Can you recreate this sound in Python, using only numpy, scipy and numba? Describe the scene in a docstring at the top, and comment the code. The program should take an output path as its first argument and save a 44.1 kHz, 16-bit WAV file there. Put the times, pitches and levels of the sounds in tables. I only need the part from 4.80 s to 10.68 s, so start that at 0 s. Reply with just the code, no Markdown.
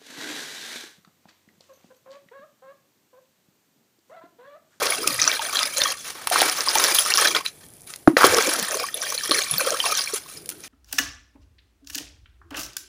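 """At a plastic tub of muddy water, two hands crush lumps of wet gritty sand close to the microphone.
Snapping lumps and rubbing sand are bursts and streams of filtered random grain ticks.
Sand pours into the water: swelling, dying sines make the bubbles, which gurgle, fizz and ring in the tub.
Just past half-way a whole lump plops in: a slap, throbbing air pockets, decaying noise for wash and spray."""
import sys
import numpy as np
from scipy import signal
from scipy.fft import rfft, irfft
from scipy.io import wavfile
from scipy.ndimage import uniform_filter1d, map_coordinates
from numba import njit

SR = 44100
rng = np.random.default_rng(int(sys.argv[2]) if len(sys.argv) > 2 else 0)


def to_wav(s):
    """Save 16-bit WAV."""
    ch = np.atleast_2d(s).T  # columns
    pcm = np.round(np.clip(ch, -1, 1) * 32767)  # PCM
    wavfile.write(sys.argv[1], SR, pcm.astype(np.int16))


N = 259308
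CUTOFF_HZ = 15150

# Colour of sand grains rubbing. Each row: frequency in Hz, relative spectral level in dB.
GRIT_COLOUR = [(300, -29), (1000, -0.5), (3000, -1.5), (6200, 4), (8200, -0.5), (9600, 11.5), (10700, 7),
               (12000, -2), (13800, -5), (14900, 3), (15600, 6.5)]
# Colour of fine sand and small bubbles. Each row: frequency in Hz, relative spectral level in dB.
FIZZ_COLOUR = [(900, -12.5), (1700, 0.5), (2300, -4), (3300, 1), (5900, 0), (6800, -3), (8000, -14),
               (9900, -6), (12500, -24), (14900, -8.5)]
# Slap and throbbing air pockets of the whole lump. Each row: start in seconds, initial pitch in Hz,
# envelope peak in dB, swell time in seconds, pitch rise per swell time as a fraction.
PLOP_PARTS = [(3.2752, 1300, -0.5, 0.00044, 0.012), (3.2750, 710, -3, 0.0012, 0.011),
              (3.274, 144, -21.5, 0.0069, 0.00032), (3.273, 72, -22.5, 0.0036, 0.0),
              (3.2772, 297, 2.5, 0.0028, 0.017), (3.297, 321, -14.5, 0.007, 0.012),
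              (3.332, 270, -21.5, 0.0071, 0.016)]


def from_db(db):
    """Decibels to gain."""
    return 10 ** (np.asarray(db) / 20)


def rms_one(x):
    """Scale to unit rms."""
    return x / np.sqrt(np.mean(x ** 2) + 1e-20)


def white_noise():
    """Gaussian noise over the whole scene."""
    return rng.standard_normal(N)


def filtered(x, kind, hz, order=2):
    """Butterworth filter; kind is low, high or band."""
    return signal.sosfilt(signal.butter(order, hz, kind, fs=SR, output="sos"), x)


def curve(table):
    """Interpolate rows of (seconds, value) to one value per sample."""
    s, values = np.transpose(table)
    return np.interp(np.arange(N) / SR, s, values)


def gain_at(colour, hz):
    """Gain of a colour at the given frequencies, interpolated over log frequency."""
    knots_hz, db = np.transpose(colour)
    return from_db(np.interp(np.log(hz + 1), np.log(knots_hz), db))


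def coloured(x, colour, size=1024):
    """Causal (minimum-phase) filter with the given colour, built from its cepstrum; rms 1."""
    cepstrum = irfft(np.log(gain_at(colour, np.fft.rfftfreq(size, 1 / SR))))
    cepstrum[1:size // 2] *= 2
    cepstrum[size // 2 + 1:] = 0
    impulse = irfft(np.exp(rfft(cepstrum)))
    return rms_one(signal.fftconvolve(x, impulse)[:N])


def drift(per_s):
    """Random wander of rms 1 through per_s random values a second."""
    position = np.arange(N) / SR * per_s
    return rms_one(np.interp(position, np.arange(N), rng.standard_normal(N)))


def evened(x, window_s=0.066):
    """Hold a stream of grains near rms 1 while its fine texture stays."""
    size = int(window_s * SR / 2) + 1
    power = uniform_filter1d(uniform_filter1d(x ** 2, size), size)
    return x / np.sqrt(np.abs(power) + 1e-3 * np.mean(x ** 2))


def fall(start_s, length_s):
    """Envelope of one fall of sand: fast attack, sagging hold, release that is steeper for short falls."""
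    attack_s, sag_db_per_s = 0.014, 14
    release_db_per_s = 260 * np.sqrt(0.1 / length_s)   # 260 for a fall of 0.1 s
    age_s = np.maximum(np.arange(N) / SR - start_s, 0)
    loss_db = sag_db_per_s * age_s + release_db_per_s * np.maximum(age_s - length_s, 0)
    return np.minimum(age_s / attack_s, 1) * from_db(-np.minimum(loss_db, 120))


def after_plop(decay_s):
    """Exponential decay from the slap of the whole lump."""
    age_s = np.arange(N) / SR - PLOP_PARTS[0][0]
    return (age_s > 0) * np.exp(-np.abs(age_s) / decay_s)


def swell_time(hz):
    """Swell time in seconds: the larger the bubble, the longer it rings."""
    return 0.0016 * (1450 / hz) ** 0.82


@njit
def ring_bubbles(start_s, hz, height, swell_s, rise, sharpness):
    """Each bubble is a sine that swells as it pinches off, dies away and shifts in pitch by its rise."""
    out = np.zeros(N)
    for k in range(len(start_s)):
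        first = int(start_s[k] * SR)
        last = min(first + int(swell_s[k] * SR * (3 + 7 / sharpness)), N)
        for i in range(max(first, 0), last):
            age = (i - first) / SR / swell_s[k]   # in swell times
            phase = 2 * np.pi * hz[k] * swell_s[k] * age * (1 + rise[k] * age / 2)
            out[i] += height[k] * (age * np.exp(1 - age)) ** sharpness * np.sin(phase)
    return out


def bubble_cloud(colour, births, low_hz, high_hz, cycles, spread_db, rise, favour_db, count):
    """Bubbles of random pitch and size; the heavier the flow, the more of them, until they merge."""
    when, place = rng.random((2, count))
    size, damping, climb = rng.standard_normal((3, count))
    fallen = np.cumsum(births)
    start_s = np.interp(when * fallen[-1], fallen, np.arange(N) / SR)
    hz = low_hz * (high_hz / low_hz) ** place
    # small bubbles ring for more cycles
    swell_s = cycles / hz * (hz / 2000) ** 0.09 * np.exp(0.5 * damping)
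    # favoured pitches change some 14 times a second
    grid = rng.standard_normal((128, 32))
    favoured = map_coordinates(grid, [start_s * 14, place * 24], order=1, mode="wrap")
    size_db = spread_db * np.minimum(size, 2.2) + favour_db * favoured
    height = gain_at(colour, hz) * np.sqrt(hz / swell_s) * from_db(size_db)
    return ring_bubbles(start_s, hz, height, swell_s, rise * (1 + climb), 1.6)


def grit(colour=GRIT_COLOUR, per_s=7000, spread_db=8.5):
    """Sand grains slip and tick: random impulses of random size, coloured; rms 1."""
    ticks = (rng.random(N) < per_s / SR) * rng.choice([-1, 1], N)
    size_db = spread_db * np.minimum(rng.standard_normal(N), 3)
    return coloured(ticks * from_db(size_db), colour)


def background(level_db=-54):
    """Steady coloured noise under everything."""
    # Each row: frequency in Hz, relative spectral level in dB.
    floor_colour = [(25, -10), (80, 5.5), (400, -1), (700, 1), (1300, -18), (2000, -14), (4000, -30),
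                    (8000, -14), (10000, -1), (15000, -18)]
    return from_db(level_db) * coloured(white_noise(), floor_colour, size=8192)


def surroundings(x, room_db=-16.0, t60_s=0.13, wall_hz=6000):
    """The tub and the space around it add a short, dull tail of decaying noise."""
    t = np.arange(SR // 2) / SR
    tail = rng.standard_normal(len(t)) * from_db(-60 * t / t60_s) * (t > 0.002)
    tail = filtered(tail, "low", wall_hz, order=1)
    return x + from_db(room_db) * signal.fftconvolve(x, tail / np.linalg.norm(tail))[:N]


def moving_echoes(x, echo_db=-7, count=4):
    """Hands, arms, tub wall and heaving water reflect from close by; their paths keep changing."""
    now, out = np.arange(N), x.copy()
    for delay_s in np.geomspace(0.0008, 0.0048, count):
        path = delay_s * SR * (1 + 0.12 * drift(7))
        out += from_db(echo_db) * np.interp(now - path, now, x)
    return out


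def tub(x, direct_db=-7.0, width_hz=160, wander_db=4.0, wander_per_s=9):
    """The tub's air resonances ring with the water; each swells and fades as the landing spot moves."""
    resonances_hz = [590, 1170, 1660, 2330, 3230, 4220, 4850, 5520, 6050]   # one frequency in Hz each
    radius = np.exp(-np.pi * width_hz / SR)
    out = from_db(direct_db) * x
    for hz in resonances_hz:
        poles = [1, -2 * radius * np.cos(2 * np.pi * hz / SR), radius ** 2]
        ringing = signal.lfilter([1, 0, -1], poles, x) * (1 - radius ** 2) / 2
        out = out + from_db(wander_db * drift(wander_per_s)) * ringing
    return out


def rumble(level_db=-56.0, low_hz=80, high_hz=210):
    """The tub rumbles softly, as low noise, while a lump is lifted or pulled apart."""
    # Each row: start in seconds, length in seconds.
    lifts = [(2.76, 0.28), (5.544, 0.38)]
    noise = rms_one(filtered(white_noise(), "band", [low_hz, high_hz]))
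    return from_db(level_db) * noise * sum(fall(s, length_s) for s, length_s in lifts)


def slosh(gurgle_level, lapping_db=-56.5, share_db=-39):
    """Unsteady low noise: the water laps and is stirred by coarse sand."""
    # Each row: frequency in Hz, relative spectral level in dB.
    slosh_colour = [(25, -30), (75, -31), (105, -9), (150, 5.5), (200, -2), (280, 5.5), (420, 3.5),
                    (700, -13.5)]
    level = np.hypot(from_db(lapping_db), from_db(share_db) * gurgle_level)
    uneven = white_noise() * from_db(2.4 * drift(40))
    return level * coloured(uneven, slosh_colour, size=8192)


def dust(flow_db, share_db=-12.0, most_db=-41.5):
    """The finest sand sifts with a smooth hiss that follows the flow up to a ceiling."""
    level_db = np.minimum(flow_db + share_db, most_db)
    return from_db(level_db) * coloured(white_noise(), FIZZ_COLOUR)


def foam(fizz_level, births, level_db=-38.5, at_fizz_db=-20.5, follows=0.56):
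    """The tiniest bubbles burst in a soft, grainy sizzle that swings less than the fizz."""
    cloud = bubble_cloud(FIZZ_COLOUR, births, low_hz=7000, high_hz=15200, cycles=4.0,
                         spread_db=7.0, rise=0.002, favour_db=4.0, count=6000)
    return from_db(level_db) * (fizz_level / from_db(at_fizz_db)) ** follows * evened(cloud)


def crumbs(per_s=130, thin_hz=6500):
    """Single grains tick, thin and high, under the fingers that hold and turn a lump."""
    # Each row: start in seconds, length in seconds, relative level in dB.
    grips = [(2.839, .3, -47), (5.41, 0.42, -51)]
    held = sum(from_db(db) * fall(s, length_s) for s, length_s, db in grips)
    return held * filtered(grit(per_s=per_s, spread_db=4.5), "high", thin_hz)


def burble(level_db=3.0, gap_cycles=3.4, swell_cycles=0.98, scatter_octaves=0.23, spread_db=2.5,
           rise=0.011, count=32):
    """Each heave of the water frees a quick, uneven run of large air pockets of about one size."""
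    # Each row: start in seconds, length in seconds, relative level in dB, mean glug pitch in Hz.
    heaves = [(0.01, 0.097, -30, 480), (0.185, 0.073, -33, 428), (0.275, 0.052, -34, 300),
              (0.279, 0.16, -45, 140), (1.602, 0.063, -33.5, 392), (1.96, .17, -38.5, 402),
              (2.394, 0.17, -37.5, 429.6), (3.437, 0.05, -24, 318), (3.44, 0.11, -41, 140.4),
              (3.524, 0.079, -22, 500.6), (3.667, .02, -28.5, 346), (3.754, .08, -40.5, 235),
              (3.895, 0.081, -32.5, 548), (4.146, 0.14, -43, 599), (4.492, 0.1, -33, 431.6),
              (4.715, .06, -39, 135), (4.862, 0.089, -31, 551), (5.039, 0.083, -33.5, 657),
              (5.554, 0.26, -50.5, 392)]
    out = np.zeros(N)
    for s, length_s, db, hz in heaves:
        slip, tone, size = rng.standard_normal((3, count))
        age_s = (np.arange(count) + 0.295 * slip) * gap_cycles / hz
        pitch_hz = hz * 2 ** (scatter_octaves * tone)
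        height = from_db(db + level_db + spread_db * size) * (age_s < length_s)
        swell_s = swell_cycles / pitch_hz
        out += ring_bubbles(s + age_s, pitch_hz, height, swell_s, np.full(count, rise), 0.79)
    return out


def spray(level_db=-28.5, decay_s=0.014):
    """Fine drops fly up where the lump goes in: a decaying burst of grain ticks."""
    return from_db(level_db) * after_plop(decay_s) * grit()


def churn(level_db=-23.0, decay_s=0.022, low_hz=220, high_hz=1100):
    """Water closes roughly over the sunken lump: a decaying burst of noise."""
    wash = rms_one(filtered(white_noise(), "band", [low_hz, high_hz]))
    return from_db(level_db) * after_plop(decay_s) * wash


def plop():
    """The lump slaps the water, then the large air pocket behind it throbs."""
    s, hz, db, swell_s, rise = np.transpose(PLOP_PARTS)
    return ring_bubbles(s, hz, from_db(db), swell_s, rise, 1.0)


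def clear_bubbles_and_ticks(level_db=-1.5, rise=0.0016, linger_db=-14.0, linger_s=0.003):
    """Bubbles, and a few high gravel ticks, that stand out of the cloud: a quick pop, then a softer ring at the
    same pitch."""
    # Each row: start in seconds, pitch in Hz, relative peak in dB.
    pops_and_ticks = [(0.105, 10050, -6), (0.122, 2230, -14), (0.242, 1290, -18.5), (0.275, 2524, -14.5),
                      (0.391, 1970, -15.5), (0.417, 6080, -2), (0.477, 5850, -0.5), (0.594, 906, -20),
                      (0.652, 4280, -22), (0.77, 4070, -9), (1.017, 3600, -7), (1.057, 1183, -13.5),
                      (1.513, 710, -13.5), (1.565, 1330, -18), (1.874, 1060, -15.5), (1.8852, 4980, -5),
                      (1.956, 852, -12), (2.147, 14400, -6), (2.186, 3210, -4.5), (2.321, 2760, -11),
                      (2.387, 1250, -13), (2.457, 1690, -8.5), (2.475, 3920, -8.5), (2.549, 3320, -8.5),
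                      (2.662, 4000, -10.5), (3.674, 534, -19), (3.748, 1330, -19.5), (3.942, 1070, -22.5),
                      (4.039, 1117, -17.5), (4.086, 1830, -24), (4.142, 3560, -17.5), (4.144, 10940, -10),
                      (4.218, 5740, -13.5), (4.236, 1590, -22), (4.378, 4240, -12.5), (4.409, 1700, -23),
                      (4.508, 310, -22), (4.511, 580, -20.5), (4.516, 1185, -13), (4.545, 2190, -16),
                      (4.712, 10630, -4), (4.781, 4420, -11), (4.783, 14400, -4), (4.796, 1530, -17.5),
                      (4.813, 534, -23), (4.87, 520, -16.5), (4.943, 1162, -20.5), (5.002, 3110, -8),
                      (5.04, 1060, -18), (5.059, 1074, -18.5), (5.122, 1250, -14), (5.152, 6030, -11.5),
                      (5.174, 5700, -9.5), (5.274, 2360, -19), (5.334, 418, -21), (5.46, 1090, -39),
                      (5.573, 5030, -27)]
    s, hz, db = np.transpose(pops_and_ticks)
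    height, climb = from_db(db + level_db), np.full(len(s), rise)
    pop = ring_bubbles(s, hz, height, swell_time(hz), climb, 1.28)
    ring = ring_bubbles(s, hz, height, np.full(len(s), linger_s), climb, 0.74)
    return pop + from_db(linger_db) * ring


def smacks(level_db=-1.0, scatter_db=-28.0, swell_share=0.38):
    """Clods (low) and gravel (high) open cavities that barely ring, scattered by hands and tub."""
    # Each row: start in seconds, pitch in Hz, relative peak in dB.
    impacts = [(0.018, 1100, -11.5), (0.0665, 4507, -8), (0.4227, 4870, -2.5), (0.43, 5500, -7),
               (0.4415, 5000, -2.5), (0.477, 1340, -6.5), (0.516, 3680, -5.5), (0.594, 3270, -12),
               (0.7914, 3420, -3.5), (0.831, 5060, -3), (1.037, 5570, -3), (1.121, 10300, -8.5),
               (1.4726, 1080, -12.5), (1.559, 1210, -3), (1.603, 4300, -3), (1.609, 3360, -2.5),
               (1.619, 730, -5), (1.629, 1870, -6.5), (1.6975, 5380, -3.5), (1.807, 5300, -3),
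               (1.891, 4600, -4), (1.985, 6260, 1), (2.04, 5700, 1), (2.0517, 5000, -9), (2.068, 4210, -6),
               (2.195, 9400, -1), (2.339, 5000, 2), (2.374, 5500, 2), (2.4126, 9600, -1),
               (2.4728, 5230, -1), (2.565, 4020, -3), (2.663, 2530, -15), (3.368, 530, -4),
               (3.368, 1770, 2), (3.411, 1360, -1.5), (3.421, 1120, -4), (3.433, 1290, 1.5),
               (3.441, 1130, 4.5), (3.444, 453, -2), (3.5463, 5740, 0), (3.587, 1300, -5),
               (3.625, 6450, -4), (3.6715, 6630, -6), (3.7977, 6160, -6.5), (3.91, 6330, -8),
               (4.511, 4210, -0.5), (4.516, 3630, -3.5), (4.59, 1780, -9.5), (4.619, 3660, -11),
               (4.906, 6040, -4), (5.209, 4740, -8.5)]
    s, hz, db = np.transpose(impacts)
    swell_s = swell_share * swell_time(hz)
    hits = ring_bubbles(s, hz, from_db(db + level_db), swell_s, np.zeros(len(s)), 1.39)
    return moving_echoes(hits, scatter_db)


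def snaps(level_db=6.0, dull_hz=5000, thin_hz=2600, decay_s=0.0019, size=600):
    """A crack runs through a lump: a decaying burst of noise, duller where the sand is soaked."""
    # Each row: start in seconds, relative peak in dB, wetness from 0 to 1.
    cracks = [(0.07, -13, 0.8), (0.2751, -1.5, 0.0), (0.982, -9.5, 0.06), (1.019, -10, 0.64),
              (1.4718, -11.5, 0.4), (1.5, -16, 0.16), (1.617, -4.5, 0.35), (1.954, -4, 0.34),
              (2.661, -19, 0.37), (3.074, -28, 0.15), (3.104, -32, 0.2), (3.138, -23, 0.65),
              (3.16, -23, 0.05), (3.37, -9, 0.66), (3.466, -5.5, 0.16), (3.584, -10.5, 0.55),
              (3.737, -6.5, 0.0), (3.827, -14.5, 0.38), (5.659, -26, 0.0), (5.691, -14, 0.0),
              (5.701, -19, 0.03), (5.714, -32, 0.4), (5.805, -31.5, 0)]
    out, noise = np.zeros(N), coloured(white_noise(), GRIT_COLOUR)
    soaked = rms_one(filtered(noise, "band", [dull_hz / 2.85, dull_hz]))
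    dry_sand = rms_one(filtered(noise, "high", thin_hz))
    burst = np.exp(-np.arange(size) / SR / decay_s)
    for s, db, wetness in cracks:
        span = slice(int(s * SR), int(s * SR) + size)
        wet = np.clip(wetness, 0, 1)
        crack = ((1 - wet) * dry_sand[span] + wet * soaked[span]) * burst
        out[span] += from_db(db + level_db) * crack / np.abs(crack).max()
    return out


def clod_surge(decay_s=0.0045, size=3000):
    """Gain of the flow: clods that land at once change it abruptly for a few milliseconds."""
    # Each row: start in seconds, initial gain change in dB.
    clods = [(0.24, -4), (0.387, 3), (0.856, 8.5), (1.117, 3), (1.473, 15), (1.559, 3), (2.039, 7),
             (4.302, 8), (2.188, 6), (2.338, 2), (2.549, 5), (4.235, 7), (4.324, 11), (4.494, 10),
             (4.509, 6), (4.739, 10)]
    surge_db = np.zeros(N + size)
    for s, db in clods:
        first = int(s * SR)
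        surge_db[first:first + size] += db * np.exp(-np.arange(size) / SR / decay_s)
    return from_db(surge_db[:N])


def pour(sputter_db=1.97, sputter_per_s=20, trickle_gurgle_db=-4.5, trickle_crunch_db=-2.5):
    """Levels of gurgle, fizz and crunch, which share the power of an uneven trickle and each handful."""
    # Thin stream between handfuls. Each row: time in seconds, relative level in dB.
    trickle = [(0, -31.5), (.87, -30), (.92, -39), (1.12, -36), (1.16, -54), (1.45, -44), (1.52, -30),
               (2.53, -28.5), (2.63, -58), (3.34, -61), (3.5, -27.5), (4.07, -33), (4.125, -43),
               (4.16, -32.5), (5.3, -32), (5.44, -48), (5.64, -57), (5.88, -54)]
    # Falling handfuls. Each row: start in seconds, length in seconds, relative level in dB,
    # gurgle of coarse lumps in dB relative to fizz, crunch in the hands in dB relative to fizz.
    handfuls = [(0.0, .13, -24, 2, -5.5), (0.234, .085, -33, 15, -13.5), (0.385, .16, -24, -3.5, -26),
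                (0.601, .08, -31, 9, 2), (0.715, .11, -23, -3, -12), (0.925, .04, -33, -16, -3),
                (0.958, .14, -23, -4, -10.5), (1.165, .07, -41, -24, -3), (1.241, .065, -33, -5, -5),
                (1.34, .11, -39.5, 4, -9), (1.512, .17, -20.5, 0.5, -6), (1.774, .03, -24.5, 3, -5),
                (1.868, .04, -26, 1, -5), (1.95, .16, -20, 0.5, -5.5), (2.131, .08, -22.5, -10, 5.5),
                (2.24, .09, -26, -1, -5.5), (2.37, .1, -18.5, -1, -8), (2.54, .04, -21.5, 3.5, -12),
                (2.645, .02, -27, -14, -7), (2.8, .04, -53, -7, -8), (3.064, .06, -42.5, 2, 8),
                (3.364, .24, -19, 5, -8.5), (3.416, .04, -14.5, 4, -6.5), (3.62, .19, -25.5, 1, -7),
                (3.892, .05, -33, 3, -18), (3.98, .04, -27, -2, -18), (4.205, .05, -35, -1, 2),
                (4.395, .035, -33, -18, -15), (4.503, .112, -22.5, -6.5, -7.5), (4.783, .15, -24.5, 5, 0.5),
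                (5.029, .1, -24.5, -4, -4), (5.14, .08, -25, -34, -8), (5.33, .035, -28, -4, 6.5),
                (5.47, .11, -43.5, -7, 3), (5.686, .035, -43, -17, 7), (5.825, .035, -40.5, -12, -9)]
    trickle_level = from_db(curve(trickle) + sputter_db * drift(sputter_per_s))
    falls = [(trickle_level, trickle_gurgle_db, trickle_crunch_db)]
    for s, length_s, db, gurgle_db, crunch_db in handfuls:
        falls.append((from_db(db) * fall(s, length_s), gurgle_db, crunch_db))
    power = 0
    for level, gurgle_db, crunch_db in falls:
        shares = from_db([gurgle_db, 0, crunch_db]) ** 2
        power = power + np.outer(shares / shares.sum(), level ** 2)
    return np.sqrt(power)


def hands_and_water(crumbling, bubbles, clumping):
    """Blend sand crumbling close by with bubbles that ring in the tub, each held near rms 1."""
    # Power share straight from the hands, the rest from the water.
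    # Each row: time in seconds, share from 0 to 1.
    hand_share = [(0.05, 0.5), (.2, 0.15), (1.2, .1), (1.26, 0.83), (2.08, .55), (2.25, 0.15), (3.42, 0.63),
                  (3.8, 0.57), (3.92, .04), (5.3, 0.06), (5.42, .5)]
    share = np.clip(curve(hand_share), 0, 1)
    hands = evened(crumbling * clumping)
    water = evened(tub(moving_echoes(bubbles * clumping)))
    return np.sqrt(share) * hands + np.sqrt(1 - share) * water


def fizz(level, births, clumps):
    """Fine sand crumbles and frees small, high bubbles."""
    small = bubble_cloud(FIZZ_COLOUR, births, low_hz=1800, high_hz=7600, cycles=3.0,
                         spread_db=6.5, rise=0.003, favour_db=3.2, count=5500)
    return level * hands_and_water(grit(FIZZ_COLOUR, spread_db=5.0), small, from_db(3.03 * clumps))


def gurgle(level, births, clumps):
    """Coarse lumps crumble and trap large, low bubbles."""
    # Colours of the bubbles and of crumbling lumps. 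Each row: frequency in Hz, relative level in dB.
    gurgle_colour = [(230, -4.5), (350, -5.5), (540, 2), (850, -4.5), (1200, 1), (2300, -2.5), (3000, -22)]
    crumble_colour = [(150, -17), (380, -1.5), (1500, 1), (2300, -3.5), (3200, -17.5)]
    large = bubble_cloud(gurgle_colour, births, low_hz=240, high_hz=2800, cycles=2.6,
                         spread_db=5.5, rise=0.016, favour_db=2.8, count=4200)
    crumbling = grit(crumble_colour, spread_db=5.5)
    return level * from_db(-0.36) * hands_and_water(crumbling, large, from_db(2.57 * clumps))


def flutter(x, depth_db=4.0, per_s=90, count=12):
    """Bursts of grains favour other pitches: neighbouring bands flare up on their own."""
    spectrum = rfft(x)
    place = np.fft.rfftfreq(N, 1 / SR) / CUTOFF_HZ * count
    out = np.zeros(N)
    for k in range(count + 1):
        band = irfft(spectrum * np.maximum(1 - np.abs(place - k), 0), N)
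        out += from_db(depth_db * drift(per_s)) * band
    return out


def crunch(level, clumps):
    """Gritty sand grinds in the hands: clumped, fluttering grain ticks with close echoes."""
    grinding = flutter(grit()) * from_db(4.5 * clumps)
    return level * from_db(3.0) * evened(moving_echoes(grinding))


def scene():
    """Sand falls in clumps, so gurgle, fizz and crunch surge together."""
    gurgle_level, fizz_level, crunch_level = pour()
    flow = np.sqrt(gurgle_level ** 2 + fizz_level ** 2 + crunch_level ** 2)
    clumps, births = drift(105), flow + 0.12
    stream = gurgle(gurgle_level, births, clumps) + fizz(fizz_level, births, clumps)
    stream = stream + crunch(crunch_level, clumps)
    sand = filtered(clod_surge() * stream, "high", 215)
    sand = sand + foam(fizz_level, births) + dust(20 * np.log10(flow)) + spray()
    sand = sand + clear_bubbles_and_ticks() + smacks() + snaps() + crumbs()
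    water = burble() + plop() + churn() + rumble() + slosh(gurgle_level)
    return (surroundings(sand) + water + background())[None]


def record(dry):
    """The loudest peaks overload; the top is cut."""
    clipped = np.clip(dry, -1, 1)
    return signal.sosfilt(signal.ellip(10, 0.2, 80, CUTOFF_HZ, fs=SR, output="sos"), clipped)


dry = scene()
out = record(dry)
to_wav(out)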